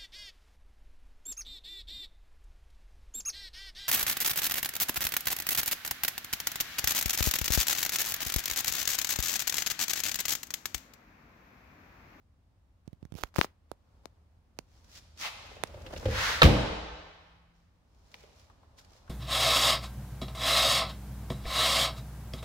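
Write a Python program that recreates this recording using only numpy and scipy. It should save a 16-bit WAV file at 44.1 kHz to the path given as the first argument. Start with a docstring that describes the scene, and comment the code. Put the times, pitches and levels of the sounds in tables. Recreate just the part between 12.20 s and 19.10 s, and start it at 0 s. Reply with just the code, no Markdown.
"""A phone is held beside an open car in a hard-walled garage, over a rumble with swells of distant traffic.
From 0.7 s fingers tap the case as decaying snaps and rub a port as flickering noise; from 2.6 s shaped noise
makes clothes swish and soles scrape. Near 3.5 s the door swings, its check strap knocking in damped modes.
At 4.2 s it slams in seven close blows: latch and panels ring, the cabin air booms, noise-built garage echoes
follow. From 5.4 s clothes, steps and grit stir again."""
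import sys
import numpy as np
from scipy import signal
from scipy.fft import rfft, irfft
from scipy.io import wavfile
from scipy.ndimage import uniform_filter1d

SR = 44100
rng = np.random.default_rng(int(sys.argv[2]) if len(sys.argv) > 2 else 0)


def pcm_store(signal):
    """Save signal as 16-bit PCM."""
    levels = np.round(np.clip(np.atleast_2d(signal), -1, 1) * 32767)
    wavfile.write(sys.argv[1], SR, levels.astype(np.int16).T)


N = 304084
T = np.arange(N) / SR  # s

# spectrum of clothes and of crushed grit: f/Hz, level/dB
RUSTLE_COLOUR = [(200, -7), (700, -13.5), (1500, -2), (3000, -1.5), (5500, 2), (7000, -3), (8500, -11.5),
                 (15000, -15.5)]
# spectrum of hard clicks, in metal and under shoes: f/Hz, level/dB
CRACK_COLOUR = [(200, -10), (600, -1.5), (1500, 3), (3000, 6.5), (5000, -5.5), (6800, -14), (8500, -20.5),
                (15000, -22)]
# spectra of soles on concrete, a short scuff and a long drag: f/Hz, level/dB
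SCUFF_COLOUR = [(100, -25.5), (400, -18), (700, -1), (1200, -1), (1550, -3), (1950, 2), (2500, 1.5),
                (3500, -1.5), (6300, -10.5), (8200, -20.5), (15000, -21.5)]
DRAG_COLOUR = [(100, -24.5), (400, -24.5), (750, -8.5), (1050, -4.5), (1400, -1.5), (1900, 0), (2400, -5),
               (4000, -8), (6300, -13.5), (8200, -24), (15000, -28)]


def undb(db):
    """Decibels to gain."""
    return 10 ** (np.asarray(db) / 20)


def on_log_axis(f, hz, values):
    """Values joined by straight lines over log frequency."""
    return np.interp(np.log(f + 1), np.log(hz), values)


def add(track, s, sound):
    """Mix a sound into a track from time s on."""
    i = int(s * SR)
    track[..., i:i + sound.shape[-1]] += sound[..., :N - i]


def pan(db):
    """Left and right gains for a left-minus-right level; the louder side stays at 1."""
    return undb(np.minimum([[db], [-db]], 0))


def dull(x, edge_hz):
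    """Gentle loss of treble."""
    return signal.lfilter(*signal.butter(1, edge_hz, fs=SR), x)


def noise(colour, n=N, wide_hz=900):
    """Stereo noise of rms 1 with the given spectrum; long waves reach both ports alike."""
    f = np.fft.rfftfreq(n, 1 / SR)
    mid, side = rfft(rng.standard_normal((2, n)))
    apart = f / np.hypot(f, wide_hz)
    both = (mid + apart * side * np.array([[1], [-1]])) / np.hypot(1, apart)
    colour_gain = undb(on_log_axis(f, *np.transpose(colour)))
    x = irfft(both * colour_gain, n)
    return x / x.std()


def burst(colour, t60):
    """A crack of noise that dies away, 60 dB in t60 seconds."""
    t = T[:SR]
    return noise(colour, len(t)) * undb(-60 * t / t60)


def ring(modes, lag_ms=0.):
    """Damped modes of a struck part, neighbours swinging opposite ways; the right port hears them lag_ms later."""
    t = np.maximum(T[:2 * SR] - np.array([[0], [lag_ms / 1000]]), 0)
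    out = 0
    for k, (hz, db, t60) in enumerate(modes):
        fade = undb(db - 60 * t / t60)
        out = out + (-1) ** k * fade * np.sin(2 * np.pi * hz * t)
    return out


def grain(rate, depth_db):
    """Uneven grip of a sliding surface: a gain that flickers rate times a second."""
    points = N // 20
    return undb(depth_db * np.interp(T * rate, np.arange(points), rng.standard_normal(points)))


def swells(rows, rise_shape=1.8, fall_shape=1.5):
    """Gain of movements that build and die away: peak t/s, level/dB, rise/s, fall/s; rise and fall span 20 dB."""
    out = 0
    for s, db, rise_s, fall_s in rows:
        before, after = np.clip([(s - T) / rise_s, (T - s) / fall_s], 0, 6)
        out = out + undb(db - 20 * (before ** rise_shape + after ** fall_shape))
    return out


def slam():
    """The latch hits the striker and snaps home; the door body rings, its skin shudders and the trim chatters."""
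    # blows of the slam: t/s, latch ring/dB, metal crack/dB, door panel/dB
    blows = [(4.2184, -8.5, -39.5, -32), (4.2206, -6.5, -37.5, -39), (4.2229, -10.5, -37.5, -21),
             (4.2292, -20.5, -24, -15), (4.2310, -22.5, -9, -9.5), (4.2527, -25, -20.5, -19),
             (4.2614, -28, -21, -18.5)]
    # ringing modes of the latch steel: f/Hz, level/dB, t60/s
    latch_modes = [(500, -8.5, 0.033), (710, -2.5, 0.11), (910, -8, 0.011), (1140, -2.5, 0.055),
                   (1264, -4, 0.027), (1610, 4, .018), (2000, -7, 0.011), (2680, -2.5, 0.011),
                   (3120, -2, 0.0091), (3800, 5, 0.01), (3800, -6, .009), (4150, -6, 0.02)]
    # ringing modes of the door panels: f/Hz, level/dB, t60/s
    panel_modes = [(55.94, -10.5, 0.87), (122, -13.5, .35), (154, -4.5, 0.2), (191.2, -15, 0.72),
                   (255, -16, 0.39), (306, -11, 0.97), (414, -22, 1), (495, -21, 0.35),
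                   (588.5, -23.5, 0.35)]
    # faint long ring of the car body: f/Hz, level/dB, t60/s
    body_hum = [(169.6, -54, 3.6), (171, -59.5, 2.8), (309, -58.5, 1.5)]
    # spectra of the chattering trim and the shuddering door skin: f/Hz, level/dB
    trim_colour = [(60, -13), (200, -4), (600, -1.5), (1200, -10.5), (2200, -4.5), (3600, -6.5),
                   (5500, -14), (8000, -27), (15000, -28.5)]
    skin_colour = [(25, -19), (52, 4), (85, -5), (125, -5), (195, 4), (240, -4.5), (300, 0), (380, -11.5),
                   (500, -10.5), (800, -21), (3000, -49), (15000, -80.5)]

    latch, body = np.zeros((2, 2, N))
    steel = ring(latch_modes, lag_ms=0.16)[::-1]  # sides swapped
    panel = ring(panel_modes, lag_ms=0.3)
    steel[0] = undb(1.5) * dull(steel[0], edge_hz=1900)  # the left port hears the latch later and duller
    for s, latch_db, crack_db, panel_db in blows:
        add(latch, s, undb(latch_db) * steel)
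        add(latch, s, undb(crack_db) * burst(CRACK_COLOUR, t60=0.014) * pan(db=-5.0))
        add(body, s, undb(panel_db) * panel)
    add(body, 4.231, undb(-17.0) * burst(trim_colour, t60=0.21))
    add(body, 4.236, undb(-17.0) * burst(skin_colour, t60=0.61))
    add(body, 4.236, ring(body_hum))
    return latch, body


def boom(s=4.2602, hz=69, width_s=0.011):
    """The seals squeeze the cabin air: a short swell of very low pressure swings."""
    t = T - s
    swing_shape = np.exp(-(t / width_s) ** 2)
    return undb(-3.5) * np.sin(2 * np.pi * hz * t) * swing_shape * pan(db=0.8)


def blast(s=4.228, db=27, body_hz=850, edge_hz=5500):
    """The latch as the walls get it: summed over all directions, its resonances blur into one dull pulse."""
    pulse = undb(db) * signal.unit_impulse(N, int(s * SR))
    pulse = signal.lfilter(*signal.butter(1, body_hz, fs=SR), pulse)
    return signal.lfilter(*signal.butter(2, edge_hz, fs=SR), pulse)


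def door_speed():
    """Speed of the swinging door, 1 at its fastest."""
    peak_s, rise_s, fall_s = 3.943, .8, 0.56
    return swells([(peak_s, 0, rise_s, fall_s)], rise_shape=1.0, fall_shape=1.7)


def swing():
    """The check strap's roller rumbles and knocks at each detent at its own pitch, shaking the door on its hinges."""
    # strap rolling over its detents: t/s, level/dB, f/Hz, door thud re level/dB, click re level/dB
    detents = [(3.542, -39, 589, -7.5, -14), (3.664, -40.5, 518, -10.5, -1),
               (3.729, -42.5, 574, -7.5, -4.5), (3.763, -37.5, 596, -11, -3), (3.827, -44, 478, -4, -18),
               (3.8557, -19.5, 517, -2, -16.5), (3.884, -26, 460, -4.5, -18.5),
               (3.9101, -41, 473, 20, -19.5)]
    # modes of the strap: multiple of the pitch, level/dB, t60/s
    strap_modes = [(.63, -10.5, 0.11), (.82, -11, 0.061), (1, 0, .07), (1.13, -5, .04), (1.6, -14, 0.058)]
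    # modes of the door on its hinges: f/Hz, level/dB, t60/s
    hinge_modes = [(48.3, -10.5, .4), (68, -8.5, .3), (100, -2, 0.32), (207, -16.5, 0.21)]
    # spectrum of the roller: f/Hz, level/dB
    roller_colour = [(150, -15), (400, -8), (600, -2), (850, -10), (2000, -20.5), (8000, -43)]
    roller_db = -47.5  # with the door at its fastest

    out = noise(roller_colour) * undb(roller_db) * door_speed() * grain(rate=130, depth_db=5.0)
    thud = ring(hinge_modes)
    for s, db, hz, thud_db, click_db in detents:
        knock = ring([(hz * multiple, mode_db, t60) for multiple, mode_db, t60 in strap_modes])
        add(out, s, undb(db) * (knock + undb(thud_db) * thud))
        add(out, s, undb(db + click_db) * burst(CRACK_COLOUR, t60=0.068))
    return out


def held(start_s, end_s, db):
    """Gain of a finger's slide: attack, steady pressure, release."""
    attack_s, release_s = 0.014, 0.011  # time to gain or lose 20 dB
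    away = np.clip(np.maximum((start_s - T) / attack_s, (T - end_s) / release_s), 0, 6)
    return undb(db - 20 * away)


def fingers(relax=.85, cycles=1.4, settle_s=0.012, grit_s=0.001):
    """Each tap flexes the case beside a port: a snap that slows as it relaxes. Skin hisses as it slides."""
    # fingers on the phone case: t/s, level/dB, starting f/Hz, grit re level/dB, left minus right/dB
    taps = [(0.6775, -28, 354, -14, -23), (0.7301, -31.5, 300, -14, -31), (0.8282, -29, 342, -19.5, -21.5),
            (0.8522, -32, 282, -11.5, -21.5), (0.922, -27.5, 306, -13, -25.5),
            (0.941, -31.5, 270, -11.5, -25.5), (0.9525, -26.5, 262.6, -12.5, -25.5),
            (.965, -46.5, 910, -7.5, -16.5), (0.9866, -36.5, 1192, 1, -23), (1.0359, -13, 2900, -6, -10),
            (1.036, -27.5, 109.7, -38, -13.5), (1.142, -44, 2943, -3, 8), (1.147, -42.5, 2400, -0.5, -15),
            (1.1612, -22.5, 2520, 3, -21.5), (1.184, -21, 2640, 1.5, 14), (1.1855, -9, 290, -36.5, 21),
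            (1.1896, -10, 1091, -24, 37), (1.2131, 0.5, 4660, -28, 24), (1.2123, -23.5, 584, -22, 25.5),
            (1.245, -17.5, 1840, -15.5, 13.5), (1.516, -23.5, 1290, -9.5, -24.5),
            (1.8566, -25, 1660, -9.5, 31), (2.3887, -21, 1120, -3, -33), (3.4368, -13.5, 1740, -4, -22)]
    # a fingertip sliding over the right port: start t/s, end t/s, level/dB
    rubs = [(0.967, 1.038, -50.5), (1.049, 1.09, -66), (1.166, 1.248, -39.5)]
    # spectra of the taps' grit and of the rubbing: f/Hz, level/dB
    tap_colour = [(150, -5.5), (600, -1), (2000, -6.5), (4000, -5.5), (6500, -11.5), (8500, -16.5),
                  (12000, -17), (15000, -25.5)]
    rub_colour = [(150, -2.5), (600, -3.5), (2000, -10.5), (4000, -8.5), (6500, -11.5), (8500, -20),
                  (15000, -15)]

    out, t = np.zeros((2, N)), T[:SR // 8]
    for s, db, hz, grit_db, pan_db in taps:
        turn = relax * np.log1p(hz * t / relax)  # cycles so far
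        flex = -np.sin(2 * np.pi * turn) * np.exp(-(turn / cycles) ** 2 - t / settle_s)
        grit = noise(tap_colour, len(t)) * np.exp(-t / grit_s)
        add(out, s, undb(db) * pan(pan_db) * (dull(flex, edge_hz=7400) + undb(grit_db) * grit))
    pressure = sum(held(*row) for row in rubs)
    return out + noise(rub_colour) * pressure * grain(rate=600, depth_db=5.5) * pan(db=-13.0)


def gravel(count=1500):
    """Scattered ticks of crushed grit, some louder than the rest; rms 1."""
    when, size = rng.random((count, 2)).T
    tick_gain = undb(-6 * np.log(np.maximum(size, .06)))
    ticks = np.bincount((when * N).astype(int), tick_gain, N)
    tick_fade = np.exp(-T[:SR // 20] / 0.0029)
    x = noise(RUSTLE_COLOUR) * signal.fftconvolve(ticks, tick_fade)[:N]
    return x / x.std()


def walker():
    """Soles scrape over grit, clothes swish and steps knock on the floor."""
    # clothes swish with each move of the body: peak t/s, level/dB, rise/s, fall/s
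    swishes = [(2.57, -67.5, 0.17, 0.18), (2.783, -51, 0.11, 0.026), (3.015, -40.5, .04, 0.091),
               (4.08, -50, 0.45, 0.19), (5.355, -75.5, 0.033, 0.26), (5.98, -67.5, .36, 0.19),
               (6.205, -64, 0.13, .12), (6.587, -54, 0.018, 0.046), (6.76, -65.5, 0.094, 0.14)]
    # weight rolls onto a foot and crushes grit: peak t/s, level/dB, rise/s, fall/s
    crunches = [(3.34, -60.5, 0.22, 0.083), (3.92, -55, 0.37, .3), (5.96, -65.5, 0.069, 0.29),
                (6.62, -69, 0.045, 0.38)]
    # soles scraping while stepping clear of the door: peak t/s, level/dB, rise/s, fall/s, spectrum
    scrapes = [(3.058, -34, 0.058, .055, SCUFF_COLOUR), (4.06, -28, 0.18, .18, DRAG_COLOUR)]
    # single grains of grit cracking under a sole: t/s, level/dB
    cracks = [(2.644, -56.5), (2.975, -49.5), (3.2583, -61), (3.4717, -49), (3.6186, -52.5), (5.747, -66),
              (5.9165, -55), (6.1965, -57), (6.7328, -57)]
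    # steps and small knocks on the floor: t/s, level/dB, f/Hz, grit re level/dB
    steps = [(3.315, -44, 543, -15.5), (3.368, -45, 560, -16), (5.942, -50.5, 613, 12),
             (6.037, -51, 484, -3), (6.299, -53, 1094, -17), (6.432, -57, 1000, -36),
             (6.585, -54.5, 1450, -6), (6.718, -56.5, 486, -13.5), (6.878, -50, 1160, -25)]

    cloth = swells(swishes, rise_shape=1.6, fall_shape=1.3) * grain(rate=900, depth_db=2.5)
    out = noise(RUSTLE_COLOUR) * cloth
    out += gravel() * swells(crunches, rise_shape=1.8, fall_shape=1.4)
    for s, db, rise_s, fall_s, colour in scrapes:
        push = swells([(s, db, rise_s, fall_s)], rise_shape=2.1, fall_shape=2.0)
        out += noise(colour) * push * grain(rate=220, depth_db=0.16)
    for s, db in cracks:
        add(out, s, undb(db) * burst(RUSTLE_COLOUR, t60=.035))
    for s, db, hz, grit_db in steps:
        hollow = [(hz / 10, -25), (hz / 2, -20), (hz, 0), (hz * 2, -20), (hz * 10, -45)]
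        add(out, s, undb(db) * burst(hollow, t60=0.062))
        add(out, s, undb(db + grit_db) * burst(CRACK_COLOUR, t60=0.024))
    return out


def cabin(x):
    """The car's trim returns a faint, short echo."""
    # spectrum of the trim's echo: f/Hz, level/dB
    cabin_colour = [(200, -4.5), (1200, -3.5), (4000, -2), (15000, 0)]
    response = burst(cabin_colour, t60=.22)
    response = undb(-19) * response / np.linalg.norm(response[0])
    return signal.fftconvolve(x, response, axes=1)[:, :N]


def garage(x, build_s=0.022):
    """Diffuse echo that builds up as the walls answer; each narrow band dies at its own pace, the top first."""
    # echo of the hard walls: f/Hz, level/dB, t60/s
    walls = [(50, -11.5, 1.6), (120, -7, 0.52), (240, -7.5, 0.55), (490, 0, 1.1), (900, -2, 1.6),
             (2020, -5.5, 1.61), (4060, -4, 1.49), (6750, -7.5, 1.4), (10600, -3.5, 0.62),
             (16000, -10.5, 0.32)]
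    t = T[:2 * SR]
    f = np.fft.rfftfreq(len(t), 1 / SR)
    hz, level_db, t60 = np.transpose(walls)
    centres = np.geomspace(50, 16000, 26)  # Hz
    white = rfft(noise([(20, 0), (20000, 0)], len(t), wide_hz=800))
    response = 0
    for band, centre in zip(np.eye(len(centres)), centres):
        fade = undb(-60 * t / on_log_axis(centre, hz, t60))
        gain = undb(on_log_axis(centre, hz, level_db)) / np.linalg.norm(fade)
        band_noise = irfft(white * np.interp(f, centres, band))
        response = response + gain * band_noise * fade
    build = 1 - np.exp(-(t / build_s) ** 2)
    return signal.fftconvolve(x, response * build, axes=1)[:, :N]


def background():
    """Steady rumble and outdoor wash rise with distant traffic; the door's draught adds to the rumble."""
    # swells of distant traffic: peak t/s, level/dB, rise/s, fall/s
    passing = [(1.76, -72, 0.29, 0.49), (2.66, -73.5, 0.36, 0.34), (6.05, -67.5, 0.52, .7),
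               (6.85, -66.5, 0.9, .8)]
    # spectra of the low rumble and of the wash from outside: f/Hz, level/dB
    rumble_colour = [(15, -32), (30, -16.5), (45, -2.5), (85, -0.5), (130, -13.5), (200, -15.5),
                     (300, -19.5), (450, -26.5), (900, -26.5), (2000, -32.5), (6000, -42), (16000, -49.5)]
    outside_colour = [(100, -4), (300, -8.5), (520, 1), (1100, -2.5), (2000, -19.5), (5000, -17),
                      (15000, -39.5)]
    rumble_db, outside_db = -63.5, -77  # the steady part
    traffic_rumble_db = -3  # rumble of a swell, relative to its wash
    draught_db = -42  # air pushed aside by the door at its fastest

    traffic = swells(passing, rise_shape=1.4, fall_shape=1.2)
    low = undb(rumble_db) + undb(traffic_rumble_db) * traffic + undb(draught_db) * door_speed()
    wash = undb(outside_db) + traffic
    return noise(rumble_colour, wide_hz=500) * low + noise(outside_colour) * wash


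def suppress(x, knee_db=-65, depth_db=-5.5, above_hz=300, window_s=0.044):
    """Noise suppressor: all but the bass is turned down while it stays under the knee."""
    upper = signal.sosfiltfilt(signal.butter(2, above_hz, "high", fs=SR, output="sos"), x)
    power = uniform_filter1d(np.mean(upper ** 2, axis=0), int(window_s * SR))
    quiet = 1 / (1 + power / undb(knee_db) ** 2)
    return x + upper * (undb(depth_db * quiet) - 1)


def scene():
    """Door and feet sound in the garage; the fingers are right at the ports and barely reach the walls."""
    latch, body = slam()
    hinge, thump, feet, hand = swing(), boom(), walker(), fingers()
    touch = hand.mean(axis=0, keepdims=True)
    # what reaches the walls
    send = blast() + undb(-0.5) * body + undb(-4) * thump
    send = send + undb(-5.5) * hinge + undb(-1) * feet + undb(-39.5) * touch
    direct = hinge + latch + body + thump + feet + hand
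    return direct + cabin(touch) + garage(send) + background()


def record(dry):
    """The phone hushes faint noise, sheds the deepest bass, rounds peaks near full scale and cuts the top."""
    x = suppress(dry)
    x = signal.sosfilt(signal.butter(2, 18, "high", fs=SR, output="sos"), x)
    x = .93 * x / (1 + x ** 6) ** (1 / 6)
    top_hz = 15700
    return signal.sosfilt(signal.ellip(8, .2, 70, top_hz, fs=SR, output="sos"), x)


dry = scene()
out = record(dry)
pcm_store(out)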